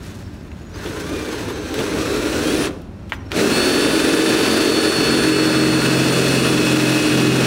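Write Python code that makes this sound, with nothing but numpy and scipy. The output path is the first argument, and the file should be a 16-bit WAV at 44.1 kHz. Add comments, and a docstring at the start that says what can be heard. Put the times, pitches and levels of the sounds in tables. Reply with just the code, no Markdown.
"""A cordless drill scrapes a composite panel at low speed, in a workshop and close to one microphone.
The trigger is feathered: current whistles, gears whine, the chuck clacks, and the bit snags in the fibres.
The bit slows almost to a standstill; after a sharp click the drill runs up to full speed.
Shaft harmonics then pass through resonances over noise-driven rasp, fizz and panel boom.
As the hole deepens the speed sags and the panel chatters, howls and drones at multiples of the chuck."""
import sys
import numpy as np
from scipy import signal
from scipy.fft import rfft, irfft
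from scipy.io import wavfile

SR = 44100
rng = np.random.default_rng(int(sys.argv[2]) if len(sys.argv) > 2 else 0)


def dump_mix(stems):
    """Bounce the given channels to the path in sys.argv[1] as a 16-bit WAV at rate SR."""
    frames = np.atleast_2d(stems).T  # one column per channel
    limited = np.clip(frames, -1, 1)  # hard clip at full scale
    pcm = np.round(limited * 32767).astype(np.int16)
    wavfile.write(sys.argv[1], SR, pcm)


N = 328986
TIME = np.arange(N) / SR
FULL_SPEED = 290  # reference shaft speed, turns a second
REDUCTION = 13  # shaft turns for one turn of the chuck


def amp(db):
    """Logarithmic level: decibels to amplitude gain."""
    return 10 ** (np.asarray(db) / 20)


def unit(x):
    """Normalisation: scales a signal to rms 1."""
    return x / np.sqrt(np.mean(x ** 2) + 1e-20)


def curve(rows):
    """Linear interpolation: a timed two-column table, sample by sample."""
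    times, values = np.transpose(rows)
    return np.interp(TIME, times, values)


def bout(start, end, rise, fall):
    """Trapezoidal envelope: swells, holds at one and dies away (all in s)."""
    return np.clip(np.minimum((TIME - start) / rise, (end - TIME) / fall), 0, 1)


def gate(start, end, fade):
    """Symmetric envelope: one between two times, with soft edges (all in s)."""
    return bout(start, end, fade, fade)


def wander(hz):
    """Low-passed noise: slow chance, rms 1, up to about hz changes a second."""
    spectrum = rfft(rng.standard_normal(N))
    low_pass = 1 / (1 + (np.fft.rfftfreq(N, 1 / SR) / hz) ** 4)
    return unit(irfft(spectrum * low_pass, N))


def colour(x, points, treble_db=0):
    """Minimum-phase filtering: a causal filter of given gain, tilted above 2 kHz (dB per decade)."""
    size = 4096
    hz, db = np.transpose(points)
    log_hz = np.log10(abs(np.fft.fftfreq(size, 1 / SR)) + 1)
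    gain_db = np.maximum(np.interp(log_hz, np.log10(hz), db), -90)
    gain_db += treble_db * np.maximum(log_hz - np.log10(2000), 0)
    # the Hilbert transform of the log gain gives the phase of a causal filter
    response = np.exp(np.conj(signal.hilbert(np.log(amp(gain_db)))))
    taps = np.fft.ifft(response).real[:size // 2]
    return signal.oaconvolve(x, taps)[:len(x)]


def ring(x, hz, width):
    """Resonance: one second-order mode with its centre and bandwidth in Hz."""
    return signal.lfilter(*signal.iirpeak(hz, hz / width, fs=SR), x)


def grit(per_s, spread_db, smooth):
    """Shot noise of snapping fibres: sparse clicks of uneven size over a smooth rub."""
    struck = rng.random(N) < per_s / SR
    signs = rng.choice([-1, 1], N)
    sizes = amp(spread_db * np.minimum(rng.exponential(1, N), 4))
    return unit(unit(struck * signs * sizes) + smooth * rng.standard_normal(N))


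def tone(phase, db, drift_db):
    """Modulated sinusoid: a machine tone, set by rms level, that drifts slowly and trembles a little."""
    tremble_db, jitter = 1.5 * wander(22), 0.28 * wander(45)
    return np.sqrt(2) * amp(db + drift_db * wander(5.2) + tremble_db) * np.sin(phase + jitter)


def level(speed, feed_db, full_db, db_per_decade, feed_share):
    """Power law: a layer of the cut grows with the speed of the bit and the push behind it."""
    return full_db + db_per_decade * np.log10(speed / FULL_SPEED) + feed_share * feed_db


def linger(db, db_per_s):
    """Peak following: follows a level up at once, and down no faster than the given rate."""
    return np.maximum.accumulate(db + db_per_s * TIME) - db_per_s * TIME


# spectrum of the shop's rumble: pitch_hz, relative gain_db
SHOP_SPECTRUM = [(12, -56), (20, -52), (37, -13), (86, -2), (142, -13), (177, -8.5), (270, -13), (301, -15),
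                 (377, -19), (513, -43), (558, -23), (607, -27), (759, -29.5), (4060, -50), (16000, -68.5)]


def shop_rumble():
    """Stationary noise: the shop's background is random noise shaped by a fixed spectrum."""
    return amp(-32.5) * unit(colour(rng.standard_normal(N), SHOP_SPECTRUM))


# shaft while the trigger is feathered, let go and pulled again: time_s, speed in turns a second
FEATHERED_SPEED = [(0, 60), (.72, 46), (.8, 140), (1.13, 212), (1.28, 201), (1.52, 138), (1.75, 135),
                   (2.08, 222), (2.4, 255), (2.62, 318), (2.66, 290), (2.7, 25), (2.85, 16), (3.3, 20),
                   (3.37, 225)]
# shaft at full trigger, topping out and then sagging as the hole deepens: time_s, speed in turns a second
FULL_TRIGGER_SPEED = [(3.48, 279), (3.53, 288), (3.64, 294.5), (3.88, 297.4), (4.35, 297.4), (4.78, 294.1),
                      (5.4, 291.4), (6.1, 287.8), (7.46, 282.5)]


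def shaft_speed():
    """Kinematics: the speed of the motor shaft sets every pitch that is locked to rotation."""
    return curve(list(FEATHERED_SPEED) + list(FULL_TRIGGER_SPEED))


# how hard the bit is pressed into the panel: time_s, relative push_db
PUSH = [(0, -16.5), (.04, -11), (.4, -18), (.7, -15.5), (.87, -13), (1.1, -15), (1.5, -10.5), (1.63, -12),
        (1.78, -6), (1.88, -8), (2.64, -7.5), (2.9, -14), (3.28, -9.5), (3.38, -2.5), (4.3, .5),
        (5.2, -1.5), (6.2, -0.5), (7.46, 0.5)]


def feed():
    """Contact force: the push behind the bit, in dB, drives the layers of the cut."""
    return curve(PUSH)


# spectrum of the rasp: pitch_hz, relative gain_db
RASP_SPECTRUM = [(350, -28.5), (600, 1), (657, -4), (902, -7.5), (1230, -5), (1450, -3), (1930, -8),
                 (2230, -8.5), (2590, -2), (3280, -14), (4260, -7.5), (4830, -16), (5530, -11), (6330, -18),
                 (9000, -23.5), (11700, -24), (19800, -120)]
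# rings of the bit and gear case: pitch_hz, width_hz, level_db relative to the rasp
CASE_RINGS = [(1485, 370, -14), (1744, 160, -22), (3080, 320, -16), (3530, 140, -34), (4440, 350, -26)]
# spectrum of the dust fizz: pitch_hz, relative gain_db
FIZZ_SPECTRUM = [(3820, -0.5), (6500, 0), (8560, -3), (9300, -5), (12600, -9.5), (15100, -11.5),
                 (16000, -6)]
# spectrum of the panel boom: pitch_hz, relative gain_db
PANEL_SPECTRUM = [(71, -35), (120, -9), (184, -10), (216, -10.5), (247, -2.5), (263, -8), (314, 2.5),
                  (339, -4.5), (414, -2), (505, -7), (569, -9), (656, -17), (800, -30.5), (1040, -46.5),
                  (1760, -120)]
# narrow modes of the panel: pitch_hz, width_hz, level_db relative to the broad boom
NARROW_PANEL_MODES = [(276.5, 23, -9), (317, 14.4, -7.5), (408.6, 34, -7)]


def cutting(shaft, depth, rasp_db, fizz_db, boom_db):
    """Forced vibration: scraping in step with chuck and gears excites the bit, the dust and the panel."""
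    chuck = shaft / REDUCTION
    pressure_db = 0.63 * np.cos(chuck) + 0.39 * np.cos(2 * chuck)
    pressure_db += 0.73 * wander(33) + 0.5 * wander(7.8)
    rattle_db = 0.067 * np.cos(shaft) + 1.0 * np.cos(2 * shaft)  # gears, in step with the motor

    scrape = grit(per_s=3500, spread_db=0.5, smooth=0.72) * amp(pressure_db + rattle_db)
    rasp = unit(colour(scrape, RASP_SPECTRUM))
    for hz, width, db in CASE_RINGS:
        rasp += amp(db + 5.2 * wander(0.37)) * unit(ring(scrape, hz, width))
    # the buried bit sings
    rasp += amp(-11.5) * depth ** 2 * unit(ring(scrape, hz=2570, width=150))

    # a slow bit tears single fibres, so its fizz comes in bursts
    bursts_db = 1.7 * gate(-1, 1.96, 0.1) * wander(35)
    dust = grit(per_s=3000, spread_db=3.0, smooth=1.0) * amp(pressure_db + rattle_db + bursts_db)
    fizz = unit(colour(dust, FIZZ_SPECTRUM))

    thuds = grit(per_s=900, spread_db=2.85, smooth=1.0) * amp(0.31 * pressure_db)
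    broad_boom = unit(colour(thuds, PANEL_SPECTRUM))
    modes = sum(amp(db) * unit(ring(rng.standard_normal(N), hz, width))
                for hz, width, db in NARROW_PANEL_MODES)
    boom = unit(broad_boom + modes)
    sunk_boom_db = -3.5 * depth  # chatter takes over part of the boom
    return amp(rasp_db) * unit(rasp) + amp(fizz_db) * fizz + amp(boom_db + sunk_boom_db) * boom


# modes of the free bit while only its tip touches: pitch_hz, width_hz, relative level_db
BIT_MODES = [(1014, 310, 9.5), (1566, 39, 5), (1740, 65, -11), (2890, 100, 0), (3500, 62, 0),
             (4310, 79, -7), (5540, 120, -13), (6350, 73, -3), (7850, 350, -12), (10200, 330, -6),
             (13200, 1200, -8)]


def slow_tip(shaft, rasp_db):
    """Impulse excitation: at low speed the tip plucks fibres, strongest twice a turn, and the bit rings."""
    plucking_db = 2.0 * np.cos(2 * shaft / REDUCTION) + 4.5 * wander(37)
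    plucks = grit(per_s=1100, spread_db=3.5, smooth=0.42) * amp(plucking_db)
    rings = sum(amp(db + 2 * wander(29.0)) * unit(ring(plucks, hz, width)) for hz, width, db in BIT_MODES)
    return amp(rasp_db - 3.5) * gate(-1, 2.5, 0.97) * unit(rings)


# loud motor and gear tones, each swelling as the sagging speed slides it through a resonance:
# order in multiples of the shaft, resonance_hz, width_hz, relative level_db at resonance
RESONANT_WHINES = [(5.8, 1708, 75, -32.5), (9, 2565, 185, -26), (11, 3280, 190, -33.5),
                   (12, 3600, 500, -28), (15, 4392, 130, -22.5), (29, 8540, 600, -41),
                   (31, 9200, 750, -36.5)]
# weaker motor tones: order in multiples of the shaft, relative level_db
WEAK_ORDERS = [(5, -44), (7, -46), (10, -37), (14, -49), (16, -42), (18, -47), (21, -51), (24, -51),
               (25, -47), (26, -48), (27, -51), (30, -44), (32, -51), (33, -40), (35, -56), (36, -52),
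               (38, -56), (40, -62), (48, -60), (51, -60)]
# hiss of the brushes: pitch_hz, width_hz, level_db at the reference speed, slope in dB per tenfold speed
BRUSH_NOISE = (9591, 1100, -42, 97)


def motor(shaft, speed, feed_db):
    """Order tones and resonance: shaft harmonics, the mesh of the first gear stage, and brush hiss."""
    pace = speed / FULL_SPEED
    load = pace * amp(feed_db)
    full = gate(3.44, 8, 0.1)  # full trigger
    loud = np.zeros(N)
    for order, hz, width, db in RESONANT_WHINES:
        detuning = 2 * (order * speed - hz) / width
        loud += tone(order * shaft, db, drift_db=0.3) / (1 + detuning ** 2)
    weak = sum(tone(order * shaft, db + 4.5, drift_db=1.5) for order, db in WEAK_ORDERS)

    mesh_phase = 5.8 * shaft
    # the mesh is weaker at full trigger
    mesh_db = -35.5 - 10 * full + 0.4 * feed_db + 2 * wander(17)
    mesh = tone(mesh_phase + 0.5 * wander(30), mesh_db, drift_db=1.5)
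    # at part speed the loosely loaded teeth also rattle at multiples of the mesh
    rattle = sum(tone(k * mesh_phase + 1.3 * wander(25), -39 - 2.7 * k, drift_db=2.5) for k in range(2, 6))
    gears = pace * (gate(0.7, 9, 0.35) * mesh + gate(0.68, 3.4, 0.4) * rattle)

    hz, width, hiss_db, speed_db = BRUSH_NOISE
    noise = unit(ring(ring(rng.standard_normal(N), hz, width), hz, width))
    hiss = amp(hiss_db + speed_db * np.log10(pace)) * noise
    return full * loud + np.maximum(full, 0.68 * load * pace) * weak + gears + hiss


# the flutes snag in the fibres: start_s, change of boom_db, change of fizz_db, length_s
FLUTE_SNAGS = [(0.012, -7, 8.5, .3), (0.843, 4.5, 5, 0.07), (.98, 1.5, 7, 0.075), (1.108, 8, 2, 0.041),
               (1.55, 0, -1, 0.061), (1.774, 8.5, 7, .06), (1.934, 4.5, 3, .06), (3.376, 3, 1.5, 0.12)]


def surges():
    """Transient loading: each snag changes boom and fizz, in dB, quickly and then dies away."""
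    boom_db, fizz_db = np.zeros(N), np.zeros(N)
    rise_s = 0.027
    for start, boom, fizz, length in FLUTE_SNAGS:
        age = np.maximum(TIME - start, 0)
        shape = np.minimum(age / rise_s, 1) * np.exp(-(age / length) ** 2)
        boom_db += boom * shape
        fizz_db += fizz * shape
    return boom_db, fizz_db


# speed controller whistles: start_s, end_s, first_pitch_hz, last_pitch_hz, relative level_db
CONTROLLER_WHISTLES = [(.2, .43, 7620, 7660, -66), (.2, .43, 5430, 5380, -63), (.2, .45, 4790, 4770, -65),
                       (.46, .73, 6750, 6850, -65), (.7, .77, 5500, 6300, -55), (.74, 1.0, 6300, 6400, -55),
                       (1.0, 1.5, 6380, 6350, -56), (1.52, 1.72, 6380, 6220, -49.5),
                       (1.74, 2.0, 6190, 6350, -49), (3.11, 3.2, 6000, 5950, -62),
                       (3.19, 3.32, 5760, 5300, -61.5), (3.11, 3.19, 5000, 5070, -60)]


def controller():
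    """Electromagnetic excitation: at part trigger the switched current makes the windings whistle."""
    out = np.zeros(N)
    for start, end, first_hz, last_hz, db in CONTROLLER_WHISTLES:
        hz = np.interp(TIME, [start, end], [first_hz, last_hz])
        phase = 2 * np.pi * np.cumsum(hz + 65 * wander(176)) / SR
        out += amp(db + 4.9 * wander(40)) * gate(start, end, 0.013) * np.sin(phase)
    return out


# clacks of the chuck and bit: start_s, peak level_db before the room,
# treble tilt in dB per decade above 2 kHz, rise_s, decay_s (to -60 dB)
CHUCK_CLACKS = [(.517, -29.5, 10, .0004, 0.02), (.745, -39, 14, 0.0026, .04), (.861, -19, 6, .001, .06),
                (1.742, -7.5, 37, 0.00074, .03), (1.79, -13, 20, 0.00091, .05),
                (2.642, -14, 1, 0.0012, 0.043), (2.671, -12.5, -6, 0.0012, 0.023),
                (2.708, -26, 8, .001, .04), (2.819, -27, 49, .0003, .012), (3.093, -33, 33, 0.0034, 0.079),
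                (3.1215, -4, -35, 0.00013, 0.077), (3.127, -28.5, 29, .008, 0.095),
                (3.318, -7.5, 15, 0.00087, 0.041)]
# spectrum of a clack: pitch_hz, relative gain_db
CLACK_SPECTRUM = [(150, -19), (500, -7), (1000, -2), (2200, 0), (3300, -1.5), (4600, -16), (8000, -29),
                  (16000, -42)]


def clacks():
    """Impact: a blow and a short rattle in the housing; a slow rise turns it into a scuff."""
    out = np.zeros(N)
    t = TIME[:SR // 4]
    for start, db, treble_db, rise, decay in CHUCK_CLACKS:
        blow = 0.12 * rng.standard_normal(len(t)) * amp(-60 * t / decay) * (1 - np.exp(-t / rise))
        blow[0] += 2.4 * np.exp(-rise / 0.0011)  # a slow rise leaves little of the sharp blow
        sound = colour(blow, CLACK_SPECTRUM, treble_db)
        out[round(start * SR):][:len(t)] += amp(db) * sound / abs(sound).max()
    return out


# light pings of the bit on the panel: start_s, pitch_hz, peak level_db before the room, decay_s (to -60 dB)
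BIT_PINGS = [(.518, 2620, -37, .035), (.742, 4880, -37, .06)]


def pings():
    """Free vibration: single touches of the bit, each an exponentially decaying ring."""
    out, t = np.zeros(N), TIME[:SR // 4]
    for start, hz, db, decay in BIT_PINGS:
        out[round(start * SR):][:len(t)] += amp(db - 60 * t / decay) * np.sin(2 * np.pi * hz * t)
    return out


# spectrum of the motor housing: pitch_hz, relative gain_db
HOUSING_SPECTRUM = [(600, -8), (1500, 3.5), (2900, -2.5), (4400, 1), (5000, -17), (6000, 1), (7000, -25),
                    (7800, -1.5), (8500, -13.5), (9500, -3), (10300, -12), (12000, -24), (14000, -20),
                    (16000, -4)]


def brushes(shaft, rasp_db):
    """Periodic excitation: the commutator repeats one uneven scratch every turn and rings the housing."""
    k = np.arange(513)
    # harmonics 3 to 65 of equal strength and random phase
    harmonics = np.exp(2j * np.pi * rng.random(len(k))) * (k > 2) * (k < 66)
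    one_turn = irfft(harmonics)
    turns = (shaft + 0.008 * wander(60)) / (2 * np.pi)
    buzz = np.interp(turns % 1, np.linspace(0, 1, len(one_turn)), one_turn)
    masked_db = -7 * gate(3.6, 9, 0.3)  # under the full cut it stands out less
    return amp(rasp_db - 6 + masked_db) * gate(0.75, 9, 0.1) * unit(colour(buzz, HOUSING_SPECTRUM))


# fleeting tones of the shallow hole: order in multiples of the chuck, relative level_db
SHALLOW_TONES = [(10, -32), (12, -31), (16, -30), (18, -31), (20, -33)]
# bouts of the panel's howl: start_s, end_s, relative level_db
HOWL_BOUTS = [(3.888, 5.325, -19), (5.176, 5.914, -11.5), (5.77, 6.198, -17), (6.383, 7.447, -15.5)]
# tones of the drone: order in multiples of the chuck, relative level_db
DRONE_TONES = [(6, -1), (8, -4), (10, -4), (11, -8), (12, -10), (13, -10), (16, -9), (18, -6), (20, -11),
               (21, -13), (26, -13)]
# bouts of the low drone: start_s, end_s, rise_s, fall_s, relative level_db
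DRONE_BOUTS = [(4.876, 7.2, 0.74, 0.3, -19.5), (7.09, 7.8, 0.089, .2, -16)]


def chatter(shaft):
    """Synchronous vibration: the flutes catch on every turn and shake the panel at chuck multiples."""
    chuck = shaft / REDUCTION
    # in the shallow hole the chatter hops between neighbouring even multiples
    hopping = sum(amp(db + 3 * wander(5)) * np.sin(order * chuck + 0.8 * wander(8))
                  for order, db in SHALLOW_TONES)
    hopping *= amp(5.5) * gate(3.36, 5.5, 0.094)

    howl = amp(1.2 * wander(5)) * np.sin(14 * chuck + wander(8) / 5)
    howl *= sum(amp(db) * gate(start, end, 0.15) for start, end, db in HOWL_BOUTS)

    drone = np.zeros(N)
    for order, db in DRONE_TONES:
        # each tone reaches the air by its own path through the panel, so their peaks do not line up
        path_phase = 2 * np.pi * rng.random() + 0.073 * wander(4.9)
        drone += amp(db + 0.98 * wander(5.3)) * np.sin(order * chuck + path_phase)
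    drone *= sum(amp(db) * bout(start, end, rise, fall) for start, end, rise, fall, db in DRONE_BOUTS)
    return np.sqrt(2) * (drone + howl + hopping)


def workshop(x, wet_db, t60=0.65):
    """Reverberation: a short, dull, exponentially decaying tail from the walls, with little bass."""
    t = TIME[:SR // 2]
    tail = rng.standard_normal(len(t)) * amp(-60 * t / t60) * (t > 0.006)
    # pitch_hz, relative gain_db
    tail = colour(tail, [(130, -9.5), (320, -8.0), (800, 4.0), (2000, -7.0), (6000, -9.5), (15000, -13.5)])
    return x + amp(wet_db) * signal.oaconvolve(x, tail / np.linalg.norm(tail))[:N]


def scene():
    """Superposition: drill and panel in the room over the shop's rumble, the same in both ears."""
    speed, feed_db = shaft_speed(), feed()
    depth = np.clip((TIME - 2.9) / 4.4, 0, 1)  # sinks in from 2.9 s, over 4.4 s
    shaft = 2 * np.pi * np.cumsum(speed * (1 + 0.0003 * wander(9.5))) / SR  # phase in radians
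    rasp_db = level(speed, feed_db, full_db=-17.5, db_per_decade=19.7, feed_share=1.174)
    fizz_db = level(speed, feed_db, full_db=-25, db_per_decade=23.6, feed_share=1)
    boom_db = level(speed, feed_db, full_db=-13.5, db_per_decade=18.6, feed_share=0.86)

    snag_boom_db, snag_fizz_db = surges()
    # the tip skates on the surface until it bites at 0.9 s; till then the panel booms less
    skating_db = -3.5 * gate(-1, 0.9, 0.1)
    # as the bit slows, the panel's boom dies no faster than this rate
    boom_db = linger(boom_db + snag_boom_db + skating_db, db_per_s=150)

    cut = cutting(shaft, depth, rasp_db, fizz_db + snag_fizz_db, boom_db)
    cut += slow_tip(shaft, rasp_db) + chatter(shaft)
    drill = motor(shaft, speed, feed_db) + controller() + brushes(shaft, rasp_db)
    mono = workshop(cut + drill + clacks() + pings(), wet_db=-18.5) + shop_rumble()
    return np.array([mono, mono])


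def record(dry):
    """Dynamic compression: gain control holds down the loud cut, peaks are rounded, the band is limited."""
    threshold_db, ratio, listen_s, recover_db_per_s = -16.5, 4.06, 0.018, 24
    keep = np.exp(-1 / (listen_s * SR))
    power = signal.lfilter([1 - keep], [1, -keep], dry[0] ** 2)
    power_db = 10 * np.log10(power + 1e-12)
    over_db = np.maximum(linger(power_db, recover_db_per_s) - threshold_db, 0)
    held = dry * amp(-over_db * (1 - 1 / ratio))
    ceiling = 0.53  # of full scale
    rounded = held / (1 + (held / ceiling) ** 8) ** (1 / 8)
    low_pass = signal.firwin(511, 15750, window=("kaiser", 9), fs=SR)  # edge in Hz
    return signal.oaconvolve(rounded, low_pass[None], "same")


dry = scene()
out = record(dry)
dump_mix(out)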